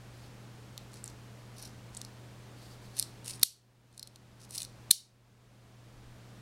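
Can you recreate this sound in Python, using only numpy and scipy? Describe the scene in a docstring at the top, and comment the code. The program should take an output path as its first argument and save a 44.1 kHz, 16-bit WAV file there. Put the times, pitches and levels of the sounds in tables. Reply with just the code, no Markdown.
"""Fingers work the magazine of an airsoft pistol close to a camera microphone in a small room.
Over mains hum and room noise, skin brushes the casing; from 0.8 s the parts tick on impact and scrape
by stick-slip friction. At 3.4 s and again at 4.9 s a sprung part snaps home and rings the magazine's
modes; each time the camera's gain control ducks everything and creeps back over a second.
Near 6 s the hand shifts its grip with a soft rumble."""
import sys
import numpy as np
from scipy import signal
from scipy.fft import rfft, irfft
from scipy.io import wavfile
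from scipy.ndimage import uniform_filter1d, minimum_filter1d

SR = 44100
rng = np.random.default_rng(int(sys.argv[2]) if len(sys.argv) > 2 else 0)


def inscribe(sig):
    """Save sig as 16-bit PCM at rate SR to the path in sys.argv[1].

    A 1-D sig is mono; a 2-D sig holds one channel per row.
    Samples are clipped to [-1, 1] before scaling.
    """
    pcm = np.round(np.clip(np.atleast_2d(sig).T, -1, 1) * 32767)
    wavfile.write(sys.argv[1], SR, pcm.astype(np.int16))


N = 282705
TIME = np.arange(N) / SR
# parts sliding on each other: (start t/s, hardest t/s, end t/s, level/dB, emphasised f/Hz, top edge/dB)
SLIDES = [(.91, .935, 1.03, -59.5, 7000, -6), (1.032, 1.052, 1.14, -60, 8000, -11),
          (1.53, 1.63, 1.715, -52.5, 5200, -8), (1.921, 1.945, 2.04, -58, 6970, -9),
          (2.945, 2.99, 3.054, -46, 9400, -8), (3.239, 3.279, 3.39, -44, 8440, -5),
          (3.409, 3.422, 3.43, -47.5, 4800, -4), (3.89, 3.965, 3.99, -60, 9000, -7),
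          (4.385, 4.436, 4.475, -55, 6000, -6), (4.485, 4.555, 4.67, -42, 8800, -0.5),
          (4.903, 4.908, 4.912, -42, 4500, -5)]


def snaps(crack_db):
    """Release of elastic energy: a sprung part snaps home twice, each time in a rapid run of impacts."""
    # (slam t/s, level/dB, extra run-up level/dB, time stretch, pitch ratio, top edge/dB)
    slams = [(3.4328, 9, -4.5, .92, 1.02, -2), (4.9127, 8, 3.5, 1.25, 0.94, 1)]
    # slip, catch, first touch, slam and rebound:
    # (lag from the slam t/s, level/dB, emphasised f/Hz, emphasis/dB, scuff t/s)
    stages = [(-.004, -26, 7010, 3, .0015), (-.0026, -6, 4700, 12, .0009), (-.001, -3, 8720, 8.5, .0003),
              (0, 0, 11300, 9, .0004), (.0032, -17.5, 11000, 1, .0009)]
    slip_s = stages[0][0]
    rows = []
    for slam_s, db, run_up_db, stretch, ratio, edge_db in slams:
        for lag_s, stage_db, hz, emphasis_db, scuff_s in stages:
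            level_db = db + stage_db + run_up_db * max(lag_s / slip_s, 0)
            rows.append((slam_s + stretch * lag_s, level_db, ratio * hz, emphasis_db, edge_db, scuff_s))
    return contacts(rows, scuff_db=2, crack_db=crack_db, scatter_db=3)


def ticks(highpass_hz=1800):
    """Light impacts hardly move the body, so the ticks and catches radiate mostly treble."""
    # contacts that stand out: (t/s, level/dB, emphasised f/Hz, emphasis/dB, scuff t/s)
    taps = [(0.7781, -36.5, 4370, 6, 0.00043), (0.941, -47, 5400, 4, .0015), (1.0414, -35, 7800, 17, .0003),
            (1.0595, -43, 8000, 10, .0003), (1.078, -39.5, 6700, 17, .0003), (1.5831, -47, 6000, 1, .0015),
            (1.6261, -42, 5200, 4, 0.00032), (1.949, -42.5, 7100, 17, .0003),
            (1.9686, -39, 7550, 12, 0.0012), (1.9728, -36.5, 7800, 11, .0003),
            (2.0155, -36, 5250, 16, 0.00032), (2.0493, -41, 5160, 11, 0.00033),
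            (2.968, -41, 9000, -3, .0015), (2.9898, -29, 9200, 3, 0.0042), (2.9969, -18.5, 9900, 11, .0003),
            (3.0265, -27, 9900, 3.5, .0004), (3.2461, -48, 4500, 3, .0015),
            (3.2988, -39.5, 4970, 17, 0.00029), (3.3355, -41.5, 4930, 17, .0013),
            (3.3964, -46, 8500, 3, .0004), (3.9783, -33, 9400, 3, .0015), (3.9953, -29, 4660, 5, 0.0021),
            (4.0285, -27, 4800, 8.5, 0.0022), (4.074, -36.5, 4600, 1, 0.0016),
            (4.159, -40, 5200, 7, 0.0018), (4.5086, -37.5, 8800, 10, .0003), (4.5483, -35, 9000, 5, .0003),
            (4.5582, -37, 8700, 14, .0003), (4.5792, -28, 8970, 5, .0005), (4.582, -26.5, 5000, 13, .0003),
            (4.604, -32.5, 9900, 2, 0.00027), (4.6199, -29, 9000, 0, .0003),
            (4.631, -32.5, 4600, 3.5, .0003), (4.6497, -35.5, 4600, 5, .0003)]
    _, hardest, _, _, _, edges_db = np.transpose(SLIDES)
    # a tick's top edge lies 2 dB below that of the parts sliding around that time
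    clear = [(s, db, hz, emphasis_db, np.interp(s, hardest, edges_db) - 2, scuff_s)
             for s, db, hz, emphasis_db, scuff_s in taps]
    hits = contacts(clear + catches(), scuff_db=0.5, crack_db=4, scatter_db=4.5)
    return signal.sosfilt(signal.butter(2, highpass_hz, "highpass", fs=SR, output="sos"), hits)


def catches(per_s=42, over_scrape_db=1.5, scatter_db=2.2, emphasis_db=7, scuff_s=.0006, count=16):
    """Friction grows with load: rows of random contacts, as strong as the hand presses just then."""
    rows = []
    for start, hardest, end, db, hz, edge_db in SLIDES:
        times = start + np.cumsum(rng.uniform(.2, 1.8, count)) / per_s
        for s, luck in zip(times, rng.standard_normal(count)):
            if s < end:
                pressed_db = 20 * np.log10(stroke(s, start, hardest, end, db) + 1e-9)
                level_db = pressed_db + over_scrape_db + scatter_db * luck
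                rows.append((s, level_db, hz, emphasis_db, edge_db, scuff_s))
    return rows


def contacts(rows, scuff_db, crack_db, scatter_db, size=1024):
    """Impact excitation: a knock and a brief scuff radiate directly as a crack and ring the modes."""
    # spectrum of the dry crack: (f/Hz, level/dB)
    crack_spectrum = [(60, -25), (200, -12), (450, -15), (850, -25), (1400, -16), (2600, -7.5), (3700, 1),
                      (5500, 0.5), (10000, 2.5), (15500, -9)]
    out, t = np.zeros(N), TIME[:size]
    span = .002 * SR  # a row's level is the rms of its energy spread over 2 ms
    for s, db, hz, emphasis_db, edge_db, scuff_s in rows:
        force = undb(scuff_db) * unit(rng.standard_normal(size) * np.exp(-t / scuff_s))
        force[0] += 1  # the knock
        rung = unit(signal.fftconvolve(force, ring(scatter_db))[:size])
        crack = undb(crack_db) * unit(colour(force, crack_spectrum))
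        hit = unit(emphasise(rung + crack, hz, emphasis_db, edge_db))
        start = int(s * SR)
        out[start:start + size] += undb(db) * np.sqrt(span) * hit
    return out


def ring(scatter_db, size=1024):
    """Modal impulse response: the place of a blow shares its energy among damped sinusoids."""
    # resonances of the magazine: (f/Hz, bandwidth/Hz, level/dB)
    modes = [(2041, 400, -26), (3565, 140, -4.5), (4337, 290, -0.5), (4900, 150, -4), (5770, 150, -6.5),
             (7220, 210, -7.5), (7853, 220, -10), (8530, 260, -7), (9180, 700, -3.5), (10210, 240, -4),
             (11910, 230, -6), (13900, 440, -16), (16200, 260, -16)]
    t = TIME[:size]
    share = undb(scatter_db * rng.standard_normal(len(modes)))
    out = np.zeros(size)
    for k, (hz, width, db) in enumerate(modes):
        decay = width * np.exp(-np.pi * width * t)
        out += (-1) ** k * share[k] * undb(db) * decay * np.cos(2 * np.pi * hz * t)
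    return unit(out)


def emphasise(x, hz, emphasis_db, edge_db, breadth=.22, edge_hz=12800):
    """Contact filtering: a small part favours its own band; the harder its edge, the more top."""
    def gain_db(f):
        peak = np.exp(-(np.log(f / hz) / breadth) ** 2)
        shelf = (1 + np.tanh(10 * np.log(f / edge_hz))) / 2
        return emphasis_db * peak + edge_db * shelf
    return shape(x, gain_db)


def scrapes(slips_per_s=1800, spread_db=5, judder_db=3.5, ring_db=-5, emphasis_db=4, size=1024):
    """Stick-slip friction: dense, uneven micro-clicks come in judders and ring the modes."""
    # spectrum of the direct friction noise: (f/Hz, level/dB)
    friction_spectrum = [(300, -24), (1500, -16.5), (2500, -1.5), (3500, -3.5), (5000, 5), (6800, -1.5),
                         (9000, -2.5), (12000, -6.5), (13200, -13), (15500, -15)]
    out, judder = np.zeros(N), judder_db * wander(220)
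    for start, hardest, end, db, hz, edge_db in SLIDES:
        part = slice(int(start * SR), int(end * SR) + size)
        n = len(TIME[part])
        slips = (rng.random(n) < slips_per_s / SR) * rng.choice([-1, 1], n)
        grit = slips * undb(spread_db * np.minimum(rng.exponential(size=n), 3) + judder[part])
        rung = steady(signal.fftconvolve(grit, ring(scatter_db=5.5))[:n])
        direct = steady(colour(grit, friction_spectrum))
        rasp = emphasise(direct + undb(ring_db) * rung, hz, emphasis_db, edge_db)
        out[part] += steady(rasp) * stroke(TIME[part], start, hardest, end, db)
    return out


def hands(flutter_db=3, rumble_hz=(12, 45)):
    """Friction noise of skin: it swishes softly on the casing, and a change of grip rumbles."""
    # skin brushing, and the grip shifting: (start t/s, hardest t/s, end t/s, level/dB)
    brushes = [(.1, .25, 0.31, -64), (2.54, 2.68, 2.79, -60), (2.78, 2.9, 3.26, -64.5),
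               (5.96, 6.05, 6, -68)]
    shifts = [(5.9, 6.0, 6.24, -54)]
    # spectrum of skin on the casing: (f/Hz, level/dB)
    skin_spectrum = [(500, -0.5), (2000, -20), (4500, 6), (6000, -3.5), (10000, -5.5), (15500, -14.5)]
    swish = steady(colour(rng.standard_normal(N), skin_spectrum)) * undb(flutter_db * wander(60))
    band = signal.butter(2, rumble_hz, "bandpass", fs=SR, output="sos")
    rumble = steady(signal.sosfilt(band, rng.standard_normal(N)))
    brushing = sum(stroke(TIME, *row) for row in brushes)
    shifting = sum(stroke(TIME, *row) for row in shifts)
    return swish * brushing + rumble * shifting


def room(x, t60_mid_s=0.28, t60_top_s=0.18, split_hz=8000, build_s=0.0057):
    """Reverberation: reflections thicken within milliseconds, and the treble is absorbed first."""
    # spectrum that the walls give back: (f/Hz, level/dB)
    wall_spectrum = [(300, -7), (1900, -7), (3000, 0.5), (6000, 1.5), (8000, -1.5), (12000, -2),
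                     (13500, -4)]
    t = TIME[:SR // 3]
    noise = colour(rng.standard_normal(len(t)), wall_spectrum)
    low = signal.sosfiltfilt(signal.butter(2, split_hz, fs=SR, output="sos"), noise)
    tail = low * undb(-60 * t / t60_mid_s) + (noise - low) * undb(-60 * t / t60_top_s)
    build_up = 1 - np.exp(-(t / build_s) ** 2)
    return signal.oaconvolve(x, unit(tail * build_up))[:N]


def background(noise_db=-54.5):
    """Stationary noise floor: the line spectrum of appliance hum over broadband room noise."""
    # steady tones in the room: (f/Hz, level/dB)
    tones = [(120, -52.8), (202, -65)]
    # room noise and microphone hiss: (f/Hz, relative spectral density/dB)
    noise_spectrum = [(8, -17), (22, -4.5), (60, 0.5), (130, -1.5), (200, -1.5), (260, -3.5), (500, -7),
                      (1000, -11.5), (2000, -16), (4500, -20.5), (9000, -26.5), (15500, -36)]
    hum = sum(undb(db) * np.sqrt(2) * np.sin(2 * np.pi * (hz * TIME + rng.random())) for hz, db in tones)
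    return hum + undb(noise_db) * steady(colour(rng.standard_normal(N), noise_spectrum))


def gain_control(x, ceiling_db=-8.5, release_s=0.4, size=66):
    """Limiting: any excess over the ceiling pulls the gain down at once, then decays exponentially."""
    level = np.sqrt(np.abs(uniform_filter1d(x ** 2, size)))
    excess = np.maximum(level / undb(ceiling_db) - 1, 0)
    leak = np.exp(-TIME / release_s)
    gain = 1 / (1 + np.maximum.accumulate(excess / leak) * leak)
    # the gain is down a moment before the peak passes
    return x * uniform_filter1d(minimum_filter1d(gain, 2 * size), size)


def stroke(t, start, hardest, end, db):
    """Amplitude envelope of a hand movement that swells to its hardest point and eases off."""
    return undb(db) * np.sin(np.pi / 2 * np.interp(t, [start, hardest, end], [0, 1, 0])) ** 1.2


def wander(steps_per_s):
    """Random modulation: smoothed Gaussian steps with a spread of one."""
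    hold = int(SR / steps_per_s)
    steps = np.repeat(rng.standard_normal(N // hold + 1), hold)
    return steady(uniform_filter1d(uniform_filter1d(steps, hold), hold)[:N])


def colour(x, points):
    """Spectral shaping by (f/Hz, level/dB) points joined on a log-frequency axis."""
    hz, db = np.transpose(points)
    return shape(x, lambda f: np.interp(np.log(f), np.log(hz), db))


def shape(x, db_at, size=4096):
    """Minimum-phase filter: folding the cepstrum makes a gain curve in dB causal."""
    hz = np.arange(size // 2 + 1) * SR / size + 1
    cepstrum = irfft(np.log(undb(db_at(hz))))
    cepstrum[1:size // 2] *= 2
    cepstrum[size // 2 + 1:] = 0
    response = irfft(np.exp(rfft(cepstrum)))
    return signal.oaconvolve(x, response[:len(x)])[:len(x)]


def undb(db):
    """Decibels to amplitude ratio."""
    return 10 ** (np.asarray(db) / 20)


def unit(x):
    """Normalise to an energy of one."""
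    return x / np.sqrt(np.sum(x ** 2))


def steady(x):
    """Normalise to an rms of one."""
    return x / np.std(x)


def scene(handling_wet_db=-18, snap_wet_db=-21, directions=3):
    """Superposition: the direct sound of magazine and hands, their reverberation and the noise floor."""
    # every direction carries another mix of the modes, so the echo of a snap is smoother than the snap
    snap_echo = sum(room(snaps(crack_db=7.5)) for _ in range(directions)) / np.sqrt(directions)
    snapping = snaps(crack_db=3) + undb(snap_wet_db) * snap_echo
    handling = ticks() + hands() + scrapes()
    return (snapping + handling + undb(handling_wet_db) * room(handling) + background())[None]


def record(dry, hiss_db=-84, top_hz=15800):
    """Limiting and saturation: the camera rides its gain, rounds the peaks, adds hiss and cuts the top."""
    rounded = np.tanh(gain_control(dry[0]))
    hiss = undb(hiss_db) * rng.standard_normal(N)
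    lowpass = signal.ellip(10, .2, 80, top_hz, fs=SR, output="sos")
    return signal.sosfilt(lowpass, rounded + hiss)[None]


dry = scene()
out = record(dry)
inscribe(out)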